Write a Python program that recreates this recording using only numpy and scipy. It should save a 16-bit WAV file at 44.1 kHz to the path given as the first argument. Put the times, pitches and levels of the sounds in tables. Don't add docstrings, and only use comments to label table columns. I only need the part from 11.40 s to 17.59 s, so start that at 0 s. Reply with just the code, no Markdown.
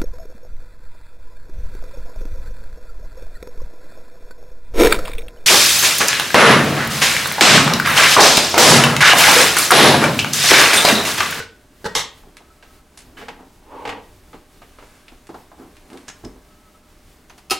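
import sys
import numpy as np
from scipy import signal
from scipy.fft import rfft, irfft
from scipy.io import wavfile

SR = 44100
rng = np.random.default_rng(int(sys.argv[2]) if len(sys.argv) > 2 else 0)


def pcm_store(signal):
    levels = np.round(np.clip(np.atleast_2d(signal), -1, 1) * 32767)
    wavfile.write(sys.argv[1], SR, levels.astype(np.int16).T)


N = 272979
TIME = np.arange(N) / SR

# t/s, level/dB, hardness (0 is soft, 1 is hard)
HINGE_HITS = [(.001, -26.5, 0.54), (.022, -36, 0.57)]
RIM_HITS = [(.4435, -33, 0.88), (.451, -25, 0.52), (.4555, -25, 0.54), (.4605, -25.5, 0.77)]
LATCH_HITS = [(.548, -40, 0.6), (.5512, -17, 0.62)]
FINGER_HITS = [(5.8975, -44.5, 0.43), (5.979, -48, 0.7)]
SWITCH_HITS = [(6.0988, -32, 0.855), (6.1078, -18.5, 0.95), (6.1115, -20, 0.1), (6.1155, -25.5, 0.3)]
CORD_HITS = [(1.8145, -40, 0.71), (1.819, -37, 0.068), (1.8835, -31.5, 0.81), (2.4522, -27.5, 0.58),
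             (2.468, -31, 0.22), (2.4745, -31, 1), (2.492, -28.5, 0.94), (2.497, -31.5, 0.49),
             (2.523, -35.5, 0.5), (2.568, -37, 0.24)]
TAP_HITS = [(1.2255, -46, 1), (2.931, -41.5, 0.39), (3.218, -43, 0.44), (3.386, -41.5, 0.37),
            (3.425, -44.5, 0.32)]
TICK_HITS = [(.9695, -43.5, 0.62), (3.682, -45.5, 0.3), (3.870, -52, 0.72), (4.368, -51.5, .5),
             (4.502, -51.5, 0.56), (4.532, -51, 0.66), (4.574, -48, 0.62)]
BUMP_HITS = [(.834, -49, 0.64), (.864, -45.5, 0.29), (1.005, -49.5, 0.91), (2.942, -38.5, 0.47),
             (3.718, -46, 0.41), (3.890, -33.5, 0.43), (3.943, -35, 0.8), (4.1165, -44, 0.88),
             (4.540, -37.5, 0.39), (4.836, -36.5, 0.4), (4.847, -32.5, 0.1), (4.958, -45, 0.39)]
SOCKET_HITS = [(4.674, -44.5, .1), (4.6805, -39, 0.58), (4.687, -38, 0.64), (4.697, -40.5, 0.41),
               (4.847, -47, 0.58)]
PLUG_DRAGS = [(1.767, -34, 0.4)]
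HAND_RUBS = [(1.985, -39.5, 0.62), (4.178, -35, 0.46), (4.500, -36.5, 0.49)]
# f/Hz, relative level/dB, time to fade by 60 dB (t60)/s
HINGE_NOTES = [(103, -6, 0.2), (456, 1, 0.085), (1502, -5, 0.09)]
CASE_NOTES = [(105.4, -17.5, 0.16), (213, -16, 0.15), (458, -13.5, 0.26), (511, -14.5, 0.18),
              (839, -7.5, 0.088), (1143, -19, 0.2), (1550, -26, 0.14), (1895, -18, 0.24)]
LATCH_NOTES = [(452, -14, .3), (2120, -20, .04), (3710, -16, .035), (5300, -18, .03), (6330, -17, .03)]
SWITCH_NOTES = [(369, -4, .07), (786, -12, .18), (1292, -4.5, .06), (2640, -6, .024), (2794, -15, .2),
                (3106, -15, .15), (4350, -13, .025), (5130, -8, .015), (9566, -17, .09)]
TAP_NOTES = [(600, -7, .03), (920, -4, .03), (1410, -5, .04)]
RECESS_NOTES = [(1660, -7, 0.083), (3026, -6, 0.061)]
SOCKET_NOTES = [(1690, -7, .025), (5290, -17, .02), (6540, -9, .011)]
WORKTOP_NOTES = [(36.2, -5, 0.98), (55, -2.5, 0.59), (100, -4.5, 0.28)]
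# f/Hz, relative level/dB
HINGE_COLOUR = [(47, -26.5), (80, -4), (219, -13.5), (461, -17), (797, -21), (1500, -17), (5130, -24.5),
                (15000, -46)]
RIM_COLOUR = [(80, -17), (150, 0.5), (240, 1.5), (330, -2), (460, 12), (630, -2), (830, 2.5), (1050, -5.5),
              (1800, -1.5), (2250, -21), (2800, -15), (4400, -14.5), (10000, -29), (15000, -39)]
LATCH_COLOUR = [(300, -11.5), (455, -2.5), (620, -7), (720, -0.5), (1120, 1.5), (1430, -9), (2070, -0.5),
                (2520, -11), (3200, -4), (4450, -7.5), (4800, -15), (5350, -7.5), (7900, -13),
                (8500, -19.5), (10500, -18), (13000, -27), (16000, -40)]
SWITCH_COLOUR = [(200, -14), (370, -3.5), (560, -9.5), (760, -3), (1600, -11.5), (2700, -9.5), (3500, -12),
                 (4400, -8), (8500, -16), (9800, -12), (13000, -22), (14500, -19), (16000, -32)]
PRONG_COLOUR = [(500, -0.5), (1400, 2), (6000, -2.5), (10500, -4), (15000, -26.5)]
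RECESS_COLOUR = [(300, -12), (1100, -1.5), (1600, 1), (2300, -5), (3000, -5), (6000, -12.5), (12000, -20.5)]
REEL_COLOUR = [(120, -14.5), (235, -15), (285, 1.5), (345, -3.5), (480, -0.5), (730, -6.5), (835, 4.5),
               (1030, 0.5), (1150, -7.5), (1500, -16), (3000, -22), (8000, -49.5)]
SLIDE_COLOUR = [(300, 3), (1500, 5), (4000, -3), (10000, -5.5), (16000, -21)]
CORD_COLOUR = [(80, -29), (220, -28), (290, 1), (350, -22.5), (440, 10.5), (580, -2.5), (830, 3.5),
               (1400, -4.5), (2700, -4.5), (3800, -11.5), (8000, -23.5), (15000, -40)]
TICK_COLOUR = [(200, 2), (600, -3), (2200, 4), (5000, 8), (10000, 8), (15000, -13.5)]
SHUFFLE_COLOUR = [(70, -16), (260, 4.5), (500, -7.5), (1000, -10.5), (2500, -34.5)]
BUMP_COLOUR = [(80, -24), (270, 2), (580, -9.5), (900, -9), (1700, -25.5), (2300, -40.5), (15000, -64)]
SOCKET_COLOUR = [(300, -5.5), (800, -0.5), (1750, 0), (4400, -13), (5400, -9.5), (7200, -9), (10500, -21.5),
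                 (12000, -34)]
AIR_COLOUR = [(12, -41), (20, 4), (70, -5.5), (301, -17), (328, -40), (367, -11.5), (422, -17), (590, -24),
              (678, -22.5), (1400, -24.5), (16000, -34.5)]
# t/s, f/Hz, level/dB
SEAL_SLAPS = [(.4437, 436, -33.5), (.4595, 196, -30)]
SPRING_PINGS = [(4.851, 5220, -46), (5.897, 6340, -54.5)]
# t/s, level/dB
WORKTOP_THUMPS = [(1.663, -45), (2.689, -45.5), (2.771, -49), (4.84, -35.5)]
# hold start t/s, hold end t/s, level/dB
REEL_SWELLS = [(2.34, 2.54, -36.5)]
SLIDE_SWELLS = [(3.48, 3.58, -55), (4.52, 4.7, -56.5)]
ARM_SWELLS = [(1.69, 2.03, -51.5), (4.46, 4.57, -51.5), (4.87, 4.91, -52)]
WHINE_SWELLS = [(1.08, 1.42, -64), (5.05, 5.41, -63.5)]
# f/Hz, level/dB
HUM_TONES = [(64.6, -61.5), (301.5, -68.5), (602.9, -66.5)]
# f/Hz, t60/s
ECHO_TIMES = [(200, 0.36), (1500, 0.33), (4000, 0.35), (13000, 0.075)]
# f/Hz, level/dB
SIDE_COLOUR = [(60, -35), (250, -19), (1000, -11), (2500, -11), (6000, -10.5), (11000, -45)]

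THUD_HZ, CLICK_HZ = 563, 2900
RING_S, HIT_S = .4, .02
THUD_SWING_DB, CLICK_SWING_DB, BUILD_RATIO = 34.5, 12, 60


def lid():
    hinge = hits(HINGE_HITS, HINGE_COLOUR, HINGE_NOTES, ring_t60=0.19, crack=0.52,
                 thud_db=-4, click_db=-7.5)
    rim = hits(RIM_HITS, RIM_COLOUR, CASE_NOTES, ring_t60=0.05, crack=0.128,
               thud_db=-0.5, click_db=-11.5, build_s=0.0013)
    seal = pings(SEAL_SLAPS, t60=0.026)
    latch = hits(LATCH_HITS, LATCH_COLOUR, LATCH_NOTES, ring_t60=0.1, crack=0.06,
                 thud_db=-3.5, click_db=1.5, build_s=0.00023)
    bounces = rebounds(at_s=.5635, gap_s=.0098, db=-21, loss_db=2.06, hardness=0.4, count=5)
    chatter = hits(bounces, LATCH_COLOUR, LATCH_NOTES, ring_t60=0.15, crack=0.25,
                   thud_db=-11, click_db=3.5)
    return hinge + rim + seal + latch + chatter


def switch():
    touches = hits(FINGER_HITS, SWITCH_COLOUR, [], ring_t60=0.07, crack=0.4,
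                   thud_db=-16, click_db=-9, build_s=0.00081, click_swing_db=33)
    clicks = hits(SWITCH_HITS, SWITCH_COLOUR, SWITCH_NOTES, ring_t60=0.12, crack=0.1,
                  thud_db=-16, click_db=-8.5, build_s=0.00039, click_swing_db=39)
    return touches + clicks


def cord():
    pull = swells(REEL_SWELLS, rise_db_per_s=185, fall_db_per_s=162)
    whirr = pull * rustle(REEL_COLOUR, flicker_db=0.5, flicker_hz=120)
    movement = swells(SLIDE_SWELLS, rise_db_per_s=42, fall_db_per_s=52, rest_db=-61)
    slide = movement * rustle(SLIDE_COLOUR, flicker_db=1, flicker_hz=130)
    knocks = hits(CORD_HITS, CORD_COLOUR, CASE_NOTES, ring_t60=0.077, crack=0.28,
                  thud_db=-4, click_db=-13, build_s=0.00046)
    ticks = hits(TICK_HITS, TICK_COLOUR, [], ring_t60=0.077, crack=1,
                 thud_db=-30, click_db=-11, click_swing_db=42)
    return whirr + slide + knocks + ticks


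def plug():
    bounces = rebounds(at_s=1.574, gap_s=.0145, db=-43.5, loss_db=3.5, hardness=0.76, count=4)
    rattle = hits(bounces, PRONG_COLOUR, [], ring_t60=0.046, crack=0.37,
                  thud_db=-14, click_db=2, build_s=0.00083)
    scrape = hits(PLUG_DRAGS, RECESS_COLOUR, RECESS_NOTES, ring_t60=0.23, crack=0.49,
                  thud_db=-9, click_db=-8, build_s=0.01)
    taps = hits(TAP_HITS, CORD_COLOUR, TAP_NOTES, ring_t60=0.13, crack=0.16,
                thud_db=-7.5, click_db=-10.5, detune=0.128)
    return rattle + scrape + taps


def socket_and_springs():
    prongs = hits(SOCKET_HITS, SOCKET_COLOUR, SOCKET_NOTES, ring_t60=0.024, crack=0.14,
                  thud_db=-8.5, click_db=1, build_s=0.0019, click_swing_db=36)
    return prongs + pings(SPRING_PINGS, t60=0.018)


def handling():
    reach = swells(ARM_SWELLS, rise_db_per_s=133, fall_db_per_s=128, rest_db=-58.5)
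    shuffle = reach * rustle(SHUFFLE_COLOUR, flicker_db=1, flicker_hz=31)
    rubs = hits(HAND_RUBS, BUMP_COLOUR, [], ring_t60=0.16, crack=1,
                thud_db=4, click_db=-16, build_s=0.0216)
    bumps = hits(BUMP_HITS, BUMP_COLOUR, [], ring_t60=0.12, crack=0.64,
                 thud_db=1, click_db=-12.5, build_s=0.0012, click_swing_db=-4)
    return shuffle + rubs + bumps


def worktop():
    pushes = np.zeros(N)
    for at_s, db in WORKTOP_THUMPS:
        pushes[int(at_s * SR)] = from_db(db) * np.sqrt(HIT_S * SR)
    boom = energy_one(clear_ring(WORKTOP_NOTES, TIME[:SR]))
    return signal.fftconvolve(pushes, boom)[:N]


def background():
    air = from_db(-51.5) * rustle(AIR_COLOUR, flicker_db=2.45, flicker_hz=14)
    hum = sum(from_db(db) * rms_one(wavering_tone(hz, wobble=0.122)) for hz, db in HUM_TONES)
    thin_tone = rms_one(drift(45) * wavering_tone(hz=1296, wobble=2.2))
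    whine = swells(WHINE_SWELLS, rise_db_per_s=219.5, fall_db_per_s=180) * thin_tone
    return air + hum + whine


def echoes(x, build_s):
    t = np.arange(int(.7 * SR)) / SR
    edges_hz = 70 * 2. ** np.arange(9)
    tail = sum(cut(dense_ring(t, at_hz(ECHO_TIMES, np.sqrt(low * high))), [low, high], "band")
               for low, high in zip(edges_hz, edges_hz[1:]))
    fade_in = 1 - np.exp(-t / build_s)
    return signal.fftconvolve(x, energy_one(tail * fade_in))[:N]


def hits(rows, spectrum, notes, ring_t60, crack, thud_db, click_db,
         build_s=1 / SR, click_swing_db=CLICK_SWING_DB, detune=.008):
    t = np.arange(int(RING_S * SR)) / SR
    out = np.zeros(N + len(t))
    for at_s, db, hardness in rows:
        harder = np.clip(hardness, 0, 1) - .5
        contact_s = build_s / BUILD_RATIO ** harder
        shell = dense_ring(t, ring_t60 + 5 * contact_s)
        shell[1] += crack
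        ring = energy_one(colour(shell, spectrum)) + clear_ring(notes, t, detune)
        ring *= 1 - np.exp(-t / contact_s)
        upper = cut(ring, THUD_HZ, "high")
        balance_db = [thud_db - THUD_SWING_DB * harder, 0, click_db + click_swing_db * harder]
        thud, knock, click = energy_one(from_db(balance_db))
        hit = (thud * energy_one(cut(ring, THUD_HZ, "low"))
               + knock * energy_one(cut(upper, CLICK_HZ, "low"))
               + click * energy_one(cut(upper, CLICK_HZ, "high")))
        start = int(at_s * SR)
        out[start:start + len(t)] += from_db(db) * hit * np.sqrt(HIT_S * SR)
    return out[:N]


def rebounds(at_s, gap_s, db, loss_db, hardness, count):
    return [(at_s + k * gap_s, db - k * loss_db, hardness) for k in range(count)]


def pings(rows, t60):
    t = TIME[:SR // 4]
    out = np.zeros(N)
    for at_s, hz, db in rows:
        start = int(at_s * SR)
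        out[start:start + len(t)] += from_db(db) * np.sqrt(HIT_S * SR) * fading_note(t, hz, t60)
    return out


def clear_ring(notes, t, detune=0):
    ring = np.zeros(len(t))
    for hz, db, t60 in notes:
        sign = rng.choice([-1, 1])
        shifted_hz = hz * (1 + detune * rng.standard_normal())
        ring += sign * from_db(db) * fading_note(t, shifted_hz, t60)
    return ring


def dense_ring(t, t60):
    half_fade = fade(t, 2 * t60)
    spectrum = rfft(rng.standard_normal(len(t)) * half_fade)
    return energy_one(irfft(spectrum / np.abs(spectrum), len(t)) * half_fade)


def rustle(spectrum, flicker_db, flicker_hz):
    slips = rng.standard_normal(N) * from_db(flicker_db * drift(flicker_hz))
    return rms_one(colour(slips, spectrum))


def swells(rows, rise_db_per_s, fall_db_per_s, rest_db=-np.inf):
    power = from_db(rest_db) ** 2
    for start, end, db in rows:
        before_db = rise_db_per_s * np.maximum(start - TIME, 0)
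        after_db = fall_db_per_s * np.maximum(TIME - end, 0)
        power = power + from_db(db - before_db - after_db) ** 2
    return np.sqrt(power)


def fading_note(t, hz, t60):
    return energy_one(np.sin(2 * np.pi * hz * t) * fade(t, t60))


def wavering_tone(hz, wobble):
    return np.sin(2 * np.pi * hz * TIME + wobble * drift(22))


def drift(rate):
    points = rng.standard_normal(int(N / SR * rate) + 2)
    return np.interp(TIME * rate, np.arange(len(points)), points)


def colour(x, spectrum, size=4096):
    gains = from_db(at_hz(spectrum, np.fft.rfftfreq(size, 1 / SR)))
    cepstrum = irfft(np.log(gains))
    cepstrum[1:size // 2] *= 2
    cepstrum[size // 2 + 1:] = 0
    response = irfft(np.exp(rfft(cepstrum)))
    return signal.fftconvolve(x, response)[:len(x)]


def cut(x, hz, kind):
    return signal.sosfilt(signal.butter(3, hz, kind, fs=SR, output="sos"), x)


def at_hz(points, hz):
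    points = np.array(points)
    return np.interp(np.log(np.maximum(hz, 1)), np.log(points[:, 0]), points[:, 1])


def fade(t, t60):
    return np.exp(-np.log(1000) * t / t60)


def from_db(db):
    return 10 ** (np.asarray(db) / 20)


def rms_one(x):
    return x / np.sqrt(np.mean(x ** 2) + 1e-20)


def energy_one(x):
    return x / np.sqrt(np.sum(x ** 2) + 1e-20)


def scene():
    sources = [(lid(), -6), (switch(), -6.5), (cord() + plug(), -6.5),   # sound, echo level/dB
               (socket_and_springs() + handling() + worktop(), -6.5)]
    direct = sum(sound for sound, _ in sources) + background()
    ahead, sideways = (sum(from_db(db) * echoes(sound, build_s=0.00065) for sound, db in sources)
                       for _ in range(2))
    scattered = signal.fftconvolve(direct, dense_ring(TIME[:SR // 4], t60=0.056))[:N]
    mid = direct + ahead
    side = colour(scattered + sideways, SIDE_COLOUR)
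    return np.array([mid + side, mid - side])


def record(dry):
    return signal.sosfilt(signal.ellip(10, .1, 70, 15900, fs=SR, output="sos"), dry)


dry = scene()
out = record(dry)
pcm_store(out)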